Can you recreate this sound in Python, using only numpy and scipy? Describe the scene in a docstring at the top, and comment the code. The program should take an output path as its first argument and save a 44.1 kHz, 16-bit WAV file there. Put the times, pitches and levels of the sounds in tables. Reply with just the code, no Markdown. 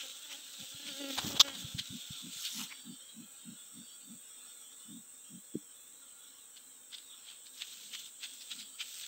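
"""Bees at an opened hive in a forest

Honey bees swarm round the hive under the steady high whine of far cicadas; an insect whistles at times.
One bee swoops close by the microphone of a hand-held camera; short muffled low swells come and go.
Leaves and clothing rustle and swish nearby, one hard scrape crosses the port and bumps shake the body.
Wings are pulse trains, rubbing and low swells are shaped noise, whistles and bumps are sines; all mono."""
import sys
import numpy as np
from scipy import signal
from scipy.fft import rfft, irfft, next_fast_len
from scipy.io import wavfile
from scipy.ndimage import uniform_filter1d, minimum_filter1d, map_coordinates

SR = 44100
rng = np.random.default_rng(int(sys.argv[2]) if len(sys.argv) > 2 else 0)


def transcribe(u):
    """Save the signal u as a 16-bit wav file named by the first command-line argument.

    u: samples, shape (n,) or (channels, n), limited to [-1, 1]; the rate is SR.
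    q: integer samples, one column per channel.
    """
    v = np.clip(np.atleast_2d(u).T, -1, 1)
    q = np.round(v * 32767).astype(np.int16)
    wavfile.write(sys.argv[1], SR, q)


N = 399987
TIME = np.arange(N) / SR  # s


def amp(db):
    """Decibels to gain."""
    return 10 ** (np.asarray(db) / 20)


def unit(x):
    """x at rms 1."""
    return x / np.sqrt(np.mean(x ** 2) + 1e-20)


def along(points, hz):
    """Gain of (frequency [Hz], gain [dB]) points on a log frequency axis."""
    f, db = np.transpose(points)
    return amp(np.interp(np.log(hz + 1), np.log(f + 1), db))


def curves(rows):
    """One value per sample for each column after the time."""
    s, *cols = np.transpose(rows)
    return [np.interp(TIME, s, c) for c in cols]


def wobble(rate):
    """A smooth random curve, rate knots a second."""
    coarse = TIME[::64]
    knots = rng.standard_normal(int(TIME[-1] * rate) + 4)
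    return np.interp(TIME, coarse, map_coordinates(knots, [coarse * rate]))


def bell(s, half):
    """A Gaussian swell to 1 at s seconds."""
    return np.exp(-.5 * ((TIME - s) / half) ** 2)


def spell(start, length, attack, release):
    """An envelope that rises to 1 by its start, holds for its length and falls away (all in s)."""
    corners = [start - attack, start, start + length, start + length + release]
    return np.interp(TIME, corners, [0, 1, 1, 0])


def filtered(x, response):
    """x times a response of frequency."""
    m = next_fast_len(N + 8192)
    return irfft(rfft(x, m) * response(np.fft.rfftfreq(m, 1 / SR)), m)[:N]


def coloured(x, spectrum):
    """x shaped by the given spectrum, at rms 1."""
    return unit(filtered(x, lambda hz: along(spectrum, hz)))


def noise(spectrum, grain_db=0):
    """Noise of rms 1, its level varied in grains of about 2 ms by grain_db."""
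    return coloured(rng.standard_normal(N) * amp(grain_db * wobble(500)), spectrum)


def patchy(x, depth_db, width_hz=180, life=.08):
    """Reflections from moving paths lift and cancel narrow bands for a moment; rms 1."""
    hz, t, z = signal.stft(x, SR, nperseg=1024)
    rows, cols = np.meshgrid(hz / width_hz, t / life, indexing="ij")
    knots = rng.standard_normal((512, 512))
    field = np.tanh(map_coordinates(knots, [rows, cols], order=1, mode="wrap"))
    uneven = z * amp(2 * depth_db * field)  # at most twice depth_db up or down
    return unit(signal.istft(uneven, SR, nperseg=1024)[1][:N])


def wingbeats(hz):
    """One sharp pressure pulse per wing stroke, placed between samples."""
    phase = rng.random() + np.cumsum(hz) / SR
    at = np.interp(np.arange(1, int(phase[-1])), phase, np.arange(N))
    whole, part = at.astype(int), at % 1
    early = np.bincount(whole, 1 - part, N + 1)
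    late = np.bincount(whole + 1, part, N + 1)
    return (early + late)[:N]


# the air of the forest around the microphone: (frequency [Hz], relative level [dB per Hz])
FOREST_SPECTRUM = [(25, -18), (70, -4), (150, -3), (270, 5.5), (360, -3), (480, 6), (680, -3.5), (1450, 2),
                   (2000, -2.5), (4200, -4), (4900, -16.5), (5600, 0), (11400, -3.5), (15500, 1.5)]


def forest():
    """A faint, nearly even bed of noise."""
    return amp(-62.5 + 0.22 * wobble(2.9)) * noise(FOREST_SPECTRUM)


# the far cicada chorus: (time [s], level before gain_db [dB])
CICADA_LEVEL = [(2.8, -55.5), (4.51, -54), (6.62, -57), (7.53, -55.5), (9.07, -52.5)]
# its blurred band: (frequency [Hz], relative level [dB per Hz])
CICADA_SPECTRUM = [(5800, -48), (6500, -18.5), (7200, -9.5), (7700, -3), (8050, -4), (8250, -1),
                   (8550, -7.5), (8850, -25), (9300, -40), (11500, -33), (13500, -23.5), (14700, -19),
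                   (16000, -14)]


def cicadas(gain_db=1.0, crest_hz=8245):
    """A far chorus blurs into one band, with a thin line at its crest."""
    chorus = noise(CICADA_SPECTRUM, grain_db=0.5) * amp(0.22 * wobble(15))
    crest_phase = 2 * np.pi * np.cumsum(crest_hz + 35 * wobble(150)) / SR
    crest = np.sin(crest_phase) * amp(2.7 * wobble(15) - 9.5)
    return amp(curves(CICADA_LEVEL)[0] + gain_db) * (chorus + crest)


# the swarm at the hive: (time [s], level before gain_db and surges [dB])
SWARM_LEVEL = [(2.8, -62), (3.69, -67), (4.61, -64), (4.75, -66), (5.23, -68), (5.66, -72), (6.38, -66),
               (6.91, -72), (7.15, -63.5), (7.25, -72)]
# its tone at the microphone: (frequency [Hz], gain [dB])
SWARM_GAIN = [(130, -42), (260, -8), (400, -23), (540, -15), (1050, -14), (1400, -2.5), (1900, -16),
              (2700, -5.5), (3400, 6.5), (3950, 1.5), (4300, -5.5), (4900, -17.5), (5600, 0), (7000, -31)]
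# a few bees swing nearer and the swarm swells, or dips where negative:
# (time [s], rise [dB], half length [s])
SWARM_SURGES = [(4.28, -1, .12), (5.25, 3, .06), (6.053, 4.5, 0.032), (7.7, 5, 0.38), (8.547, 8, 0.25)]


def swarm(count=10, beat_hz=266, spread=.07, swerve=.03, swell_db=4.0, flutter_db=3.0, gain_db=4):
    """Each bee has its own wingbeat and swells and fades as it swerves about the hive."""
    bees = np.zeros(N)
    for own in np.linspace(-1, 1, count):
        hz = beat_hz * (1 + spread * own + swerve * wobble(6) + .006 * wobble(60))
        level_db = swell_db * np.tanh(wobble(5)) + flutter_db * wobble(40)
        bees += wingbeats(hz) * amp(level_db)
    strands = patchy(bees, depth_db=5.5, width_hz=130, life=.06)
    surge_db = sum(rise * bell(s, half) for s, rise, half in SWARM_SURGES)
    level = amp(curves(SWARM_LEVEL)[0] + surge_db + gain_db)
    return level * coloured(strands, SWARM_GAIN)


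# leaves moving near the camera; brightness is taken off the soft rubs and added to the crisp grains:
# (start [s], length [s], level before trims [dB], brightness [dB])
RUSTLE_SPELLS = [(-.05, 0.41, -48, 0.5), (0.425, 0.95, -47.5, 1.5), (1.116, 0.292, -42, 4.5),
                 (1.452, 0.783, -48.5, 1), (2.337, .28, -45.5, -1), (7.598, 0.4016, -49.5, 3),
                 (8.256, 0.31, -55, 4.5), (8.87, .25, -48.5, 6.5)]
# soft rubs of leaves: (frequency [Hz], relative level [dB per Hz])
LEAF_SPECTRUM = [(100, -26), (700, -35.5), (1150, -45), (1400, -12), (1900, -30), (2450, -17), (3100, -2.5),
                 (3600, 2), (4200, -7.5), (4800, -18.5), (6000, -11), (7800, -8.5), (9500, -26),
                 (15000, -21)]
# brighter twigs: (frequency [Hz], relative level [dB per Hz])
TWIG_SPECTRUM = [(200, -22.5), (1000, -24), (1500, -11.5), (2000, -11), (2600, -1.5), (4200, 0),
                 (4900, -2.5), (6000, -0.5), (7800, -3.5), (9500, -27.5), (11500, -17.5), (13500, -7.5),
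                 (15500, -4.5)]
RUSTLE_ATTACK_S, RUSTLE_RELEASE_S = 0.088, 0.14
RUSTLE_SETTLE_DB, RUSTLE_SETTLE_S = -11, .3  # the leaves sway on after each spell


def rustle(grain_db=4, twigs_db=-6, trim_db=-1):
    """Soft rubs of leaves, with brighter grains of twigs among them."""
    soft, crisp = np.zeros(N), np.zeros(N)
    for start, length, db, bright_db in RUSTLE_SPELLS:
        moving = spell(start, length, RUSTLE_ATTACK_S, RUSTLE_RELEASE_S)
        settling = amp(RUSTLE_SETTLE_DB) * spell(start, length, RUSTLE_ATTACK_S, RUSTLE_SETTLE_S)
        motion = np.maximum(moving, settling)
        soft = np.maximum(soft, amp(db - bright_db) * motion)
        crisp = np.maximum(crisp, amp(db + bright_db) * motion)
    rubs = noise(LEAF_SPECTRUM, grain_db=-1.5)
    leaves = soft * patchy(rubs, depth_db=3.0, width_hz=216.7, life=.05)
    twigs = crisp * amp(twigs_db) * noise(TWIG_SPECTRUM, grain_db)
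    uneven = amp(1.6 * wobble(40) + 1.2 * wobble(9))
    return uneven * amp(trim_db) * (leaves + twigs)


# brushing strokes near the microphone:
# (time [s], level [dB], half length [s], low body relative to the rub [dB], pitch ratio)
SWISH_STROKES = [(.01, -43, 0.019, -39, 0.986), (.321, -46, 0.019, -16, 0.91),
                 (0.882, -42.5, 0.027, -23.5, 1.03), (1.187, -31, .01, -5.5, 1.14),
                 (1.367, -37, 0.011, -17, 0.96), (1.488, -42.5, 0.0101, -3.5, 1.04),
                 (1.554, -45, 0.0176, -12.5, 1.15), (1.795, -33, .01, -33.5, 1.087),
                 (2.463, -38.5, 0.024, -42.5, 1.11), (2.609, -46, 0.0404, -8.5, 0.953),
                 (2.719, -46, 0.017, -16, 0.713), (6.574, -52, 0.012, -22.5, 1.1),
                 (6.944, -44, 0.02, -26.5, 1.054), (6.985, -46, .005, -34, 1.195),
                 (7.3, -52, 0.06, -22, 1.05), (7.468, -53.5, 0.0148, -30, 1.1),
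                 (7.62, -39, 0.014, -28.5, 0.98), (7.945, -39, 0.017, -27.5, 0.973),
                 (8.241, -37.5, 0.017, -25.5, 1.035), (8.418, -49, .015, -28.5, 1.25),
                 (8.52, -39, 0.015, -34.5, 0.965), (8.607, -45.5, 0.031, -35.5, 1.12),
                 (8.812, -36.5, 0.016, -31.5, 0.969), (9.04, -44.5, 0.023, -30, 1.077)]
# the rub of a stroke, before its pitch ratio: (frequency [Hz], relative level [dB per Hz])
SWISH_SPECTRUM = [(200, -43.5), (950, -44), (1400, -10), (1750, -12), (2400, -4), (3200, 4.5), (4000, 0.5),
                  (4900, -9), (6500, -10), (8000, -13), (9500, -29.5), (15000, -25.5)]
# the low body of a stroke: (frequency [Hz], relative level [dB per Hz])
BODY_SPECTRUM = [(100, -11), (350, -6.5), (550, -12.5), (850, 1.5), (1300, -4), (2000, -12.5),
                 (4000, -34.5)]


def swishes(tail_db=-15, tail_t60=0.53):
    """Each stroke swells to a sharp crest and trails off in its own colour; some have more low body."""
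    out, t = np.zeros(N + SR), np.arange(-4096, 4096) / SR
    hz = np.fft.rfftfreq(len(t), 1 / SR)
    for s, db, half, body_db, ratio in SWISH_STROKES:
        grain_db = 2.5 * np.repeat(rng.standard_normal(len(t) // 64), 64)
        grains = rng.standard_normal(len(t)) * amp(grain_db)
        ripple_db = 2.5 * np.interp(hz, np.linspace(0, SR / 2, num=100), rng.standard_normal(100))
        z = rfft(grains) * amp(ripple_db)
        rub = unit(irfft(z * along(SWISH_SPECTRUM, hz / ratio)))
        body = amp(body_db) * unit(irfft(z * along(BODY_SPECTRUM, hz)))
        crest = np.exp(.5 - np.hypot(.5, 1.56 * t / half))  # about 10 dB down at the half length
        settling = amp(tail_db - 60 * np.abs(t) / tail_t60) * (t > 0)
        out[round(s * SR):][:len(t)] += amp(db) * np.maximum(crest, settling) * (rub + body)
    return out[len(t) // 2:][:N]


# the close bee's swoops past the microphone:
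# (time when nearest [s], level [dB], half length [s], mean wingbeat [Hz])
BEE_PASSES = [(0.051, -54, .06, 272), (0.322, -52, .05, 290.6), (.62, -56, 0.04098, 280.2),
              (0.741, -55, .035, 288.2), (.9, -48.5, .045, 282.4), (1.034, -42.5, .035, 281.8),
              (1.105, -43, .05, 268.4), (1.338, -46, .07, 282.7), (1.465, -43, .055, 273),
              (1.625, -55.5, 0.03816, 285.3), (1.801, -57.5, .05, 272.8), (1.978, -59.5, 0.087, 283.8)]
DOPPLER = .022  # share by which the pitch is raised on approach and lowered on leaving
FALLOFF = 1.6  # power of distance by which a swoop fades


def flight():
    """Level [dB] and wingbeat [Hz]: each swoop swells as it nears and drops in pitch as it goes by."""
    power, pitch = np.zeros(N), np.zeros(N)
    for s, db, half, hz in BEE_PASSES:
        offset = (TIME - s) / half
        distance = np.sqrt(1 + offset * offset)  # relative to the nearest point
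        heard = amp(db) ** 2 / distance ** (2 * FALLOFF)
        power += heard
        pitch += heard * hz * (1 - DOPPLER * offset / distance)
    return 10 * np.log10(power), pitch / power


# the close bee's tone: (frequency [Hz], gain [dB])
BEE_GAIN = [(100, -40), (200, -7), (275, 5.5), (555, 2), (830, -4.5), (1100, -17.5), (1400, -3.5),
            (1900, -8.5), (2500, -9.5), (3300, 3.5), (4200, -20), (5000, -18), (8000, -19), (12000, -43)]


def close_bee(waver=.014, swerve=.014, flutter_db=3.5, scatter=0.27, close_db=-45, thinning_db=7,
              smear_s=0.001206):
    """Wing pulses with an unsteady beat: full and clear when close, thin and scattered farther off."""
    db, hz = flight()
    far = np.clip((close_db - db) / 10, 0, 2)
    beat = hz * (1 + waver * wobble(70) + swerve * (.5 + 1.5 * far) * wobble(18))
    pulses = unit(wingbeats(beat) * amp(flutter_db * wobble(120)))
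    # a stroke is a short sweep of air; smear_s is the phase delay at 1 kHz
    pulses = filtered(pulses, lambda hz: np.exp(-2j * np.pi * smear_s * np.sqrt(1000 * hz)))
    puffs = unit(uniform_filter1d(pulses, size=60) * rng.standard_normal(N))  # air stirred by each stroke
    buzz = coloured(pulses + scatter * (1 + far) * puffs, BEE_GAIN)
    low = filtered(buzz, lambda hz: 1 / (1 + (hz / 1000) ** 4))
    high = buzz - low
    hum = np.std(low) * patchy(low, depth_db=3.5, width_hz=250, life=0.0603)
    rasp = np.std(high) * patchy(high, depth_db=4, width_hz=248, life=.06)  # short waves bounce off leaves
    thinning = amp(far * (2.44 * wobble(22.046) - thinning_db))
    return amp(db) * (hum * thinning + rasp)


# an insect at the top of the treble: (frequency [Hz], relative level [dB per Hz])
HIGH_SPECTRUM = [(11000, -62), (13000, -8), (14800, -1.5), (16000, -4.5)]


def high_insect(pulse_at_s=2.83, period_s=.427, half_s=.07, level_db=-65):
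    """Another insect pulses evenly throughout; pulse_at_s is the time of any one pulse."""
    offset = (TIME - pulse_at_s + period_s / 2) % period_s - period_s / 2
    return amp(level_db) * np.exp(-.5 * (offset / half_s) ** 2) * noise(HIGH_SPECTRUM)


# short muffled low swells of narrow noise: (time [s], level [dB], half length [s])
LOW_SWELLS = [(0.611, -55, 0.016), (.898, -56, 0.044), (1.268, -42, 0.015), (1.345, -46.5, 0.017),
              (1.617, -54, 0.077), (1.784, -53, 0.0307), (1.943, -45, .03), (2.267, -46.5, 0.032),
              (2.601, -47, 0.0442), (2.901, -47, 0.0348), (3.204, -52, 0.0437), (3.5, -49.5, 0.0386),
              (3.79, -52, 0.0377), (4.114, -53.5, 0.0458), (4.943, -48.5, 0.048), (5.35, -49, 0.032),
              (7.878, -73, 0.123), (8.59, -65, 0.0625)]
# their narrow low band: (frequency [Hz], relative level [dB per Hz])
LOW_SPECTRUM = [(40, -38), (90, -27.5), (140, -13), (195, -1), (245, 0), (300, -9.5), (380, -29.5),
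                (600, -62.5)]


def low_swells(evenness=0.357):
    """Short muffled swells of narrow low noise, its own fluctuation partly evened out."""
    level = sum(amp(db) * bell(s, half) ** 1.73 for s, db, half in LOW_SWELLS)
    band = signal.hilbert(noise(LOW_SPECTRUM))
    return level * unit(band.real / (np.abs(band) + .5) ** evenness)


# bumps on the camera's body: (time [s], level [dB], frequency [Hz], half width of the push [cycles])
BODY_BUMPS = [(.63, -51.5, 140, 0.55), (0.75, -49, 129, 0.6), (1.249, -34, 168, 0.39),
              (1.65, -35, 127, 0.57), (1.751, -31, 129, 0.48), (1.808, -45, 130, 0.65),
              (1.908, -41.5, 126.4, 0.66), (2.109, -36.5, 141, 0.474), (2.365, -54, 150.6, 0.52),
              (5.547, -41.5, 282, 1.08), (5.556, -24, 294.3, 0.64), (5.569, -37, 199, 1.14)]


def bumps(ring_db=-15, ring_t60=0.1104):
    """A bump is a dull push of a cycle or two, then a short shudder."""
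    out = np.zeros(N)
    for s, db, hz, cycles in BODY_BUMPS:
        t = TIME - s
        push = np.exp(-(t * hz / cycles) ** 2)
        shudder = amp(ring_db - 60 * np.abs(t) / ring_t60) * np.clip(t * hz, 0, 1)
        out += amp(db) * (push + shudder) * np.sin(2 * np.pi * hz * t)
    return out


# thin insect whistles: (start [s], length [s], level [dB])
INSECT_WHISTLES = [(.86, 0.293, -61.5), (2.7, 0.129, -61), (2.87, 0.093, -68), (3.753, .4, -69.5),
                   (8.567, 0.255, -70)]


def whistles(hz=4570):
    """An insect holds one thin, slightly trembling note."""
    level = sum(amp(db) * spell(s, length, 0.026, 0.041) for s, length, db in INSECT_WHISTLES)
    note = np.sin(2 * np.pi * np.cumsum(hz + 35 * wobble(150)) / SR)
    return level * amp(4.0 * wobble(35)) * note


# the grip shifts once on the camera: (start [s], length [s], level [dB])
GRIP_SHIFT = (1.19, 0.19, -49.5)
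# the rubbed case: (frequency [Hz], relative level [dB per Hz])
CASE_SPECTRUM = [(25, -30), (60, -0.5), (110, 3.5), (350, -2.5), (600, -7), (1200, -6), (2000, -21),
                 (4000, -52.5)]
GRIP_ATTACK_S, GRIP_RELEASE_S = 0.0161, 0.046
GRIP_SETTLE_DB, GRIP_SETTLE_S = -11.5, 0.34  # the hand settles with a faint creak


def grip():
    """The hand rubs the case: grainy, mostly low noise."""
    start, length, db = GRIP_SHIFT
    shift = spell(start, length, GRIP_ATTACK_S, GRIP_RELEASE_S)
    settle = amp(GRIP_SETTLE_DB) * spell(start, length, GRIP_ATTACK_S, GRIP_SETTLE_S)
    return amp(db + 2.0 * wobble(34.3)) * np.maximum(shift, settle) * noise(CASE_SPECTRUM, grain_db=4.0)


# the catches of one hard scrape across the microphone port: (time [s], level [dB])
SCRAPE_CATCHES = [(1.3965, -13), (1.400, -7.5), (1.403, -6), (1.406, -6), (1.4115, -5)]
# the scraped port: (frequency [Hz], relative level [dB per Hz])
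PORT_SPECTRUM = [(100, -43), (400, -38.5), (850, -18), (1300, -7), (1800, -33), (2300, -32.5), (2900, -7),
                 (3500, 8), (4200, -5.5), (5100, -3.5), (7300, -13.5), (10000, -57.5), (13000, -20.5),
                 (16000, -29)]
SCRAPE_T60 = .023  # s, each catch dies away alike


def scrape():
    """Something catches on the port several times in quick succession; their powers add."""
    power = np.zeros(N)
    for s, db in SCRAPE_CATCHES:
        power += amp(db - 60 * np.abs(TIME - s) / SCRAPE_T60) ** 2 * (TIME >= s)
    return np.sqrt(power) * noise(PORT_SPECTRUM)


# a sleeve slides close by the microphone: (start [s], length [s], level [dB])
SLEEVE_SLIDE = (2.44, .195, -44)
# its cloth: (frequency [Hz], relative level [dB per Hz])
CLOTH_SPECTRUM = [(200, -31), (700, -20), (1500, -3.5), (2200, -2.5), (3400, -2.5), (5000, 5), (7500, 5.5),
                  (9500, -5), (11500, -5), (14500, 0)]
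SLEEVE_ATTACK_S, SLEEVE_RELEASE_S = 0.121, 0.039


def sleeve():
    """Cloth slides past once: grainy, patchy noise that swells and stops."""
    start, length, db = SLEEVE_SLIDE
    level = amp(db + 0.84 * wobble(30.24)) * spell(start, length, SLEEVE_ATTACK_S, SLEEVE_RELEASE_S)
    return level * patchy(noise(CLOTH_SPECTRUM, grain_db=4), depth_db=4, width_hz=180, life=0.054)


def scene():
    """All sources at one microphone, the same in both channels."""
    insects = cicadas() + swarm() + close_bee() + high_insect() + whistles()
    rubbing = rustle() + swishes() + scrape() + sleeve()
    handling = bumps() + grip()
    mono = forest() + insects + low_swells() + rubbing + handling
    return np.array([mono, mono])


def limited(x, ceiling_db=-6.0):
    """A limiter looks ahead, ducks everything round a loud peak and recovers slowly."""
    need = np.minimum(1, amp(ceiling_db) / (np.abs(x) + 1e-9))
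    ahead, attack, release = int(.036 * SR), int(.003 * SR), .05 * SR  # samples
    cut = uniform_filter1d(1 - minimum_filter1d(need, ahead), attack)
    lingering = signal.lfilter([1 / release], [1, 1 / release - 1], cut)
    return x * (1 - np.maximum(cut, lingering))


def record(dry, low_hz=60, top_hz=15750):
    """The camera limits peaks, thins the deep bass and keeps nothing above its band limit."""
    def band(hz):
        return (hz < top_hz) * hz ** 2 / np.hypot(hz ** 2, low_hz ** 2)
    return np.array([filtered(limited(x), band) for x in dry])


dry = scene()
out = record(dry)
transcribe(out)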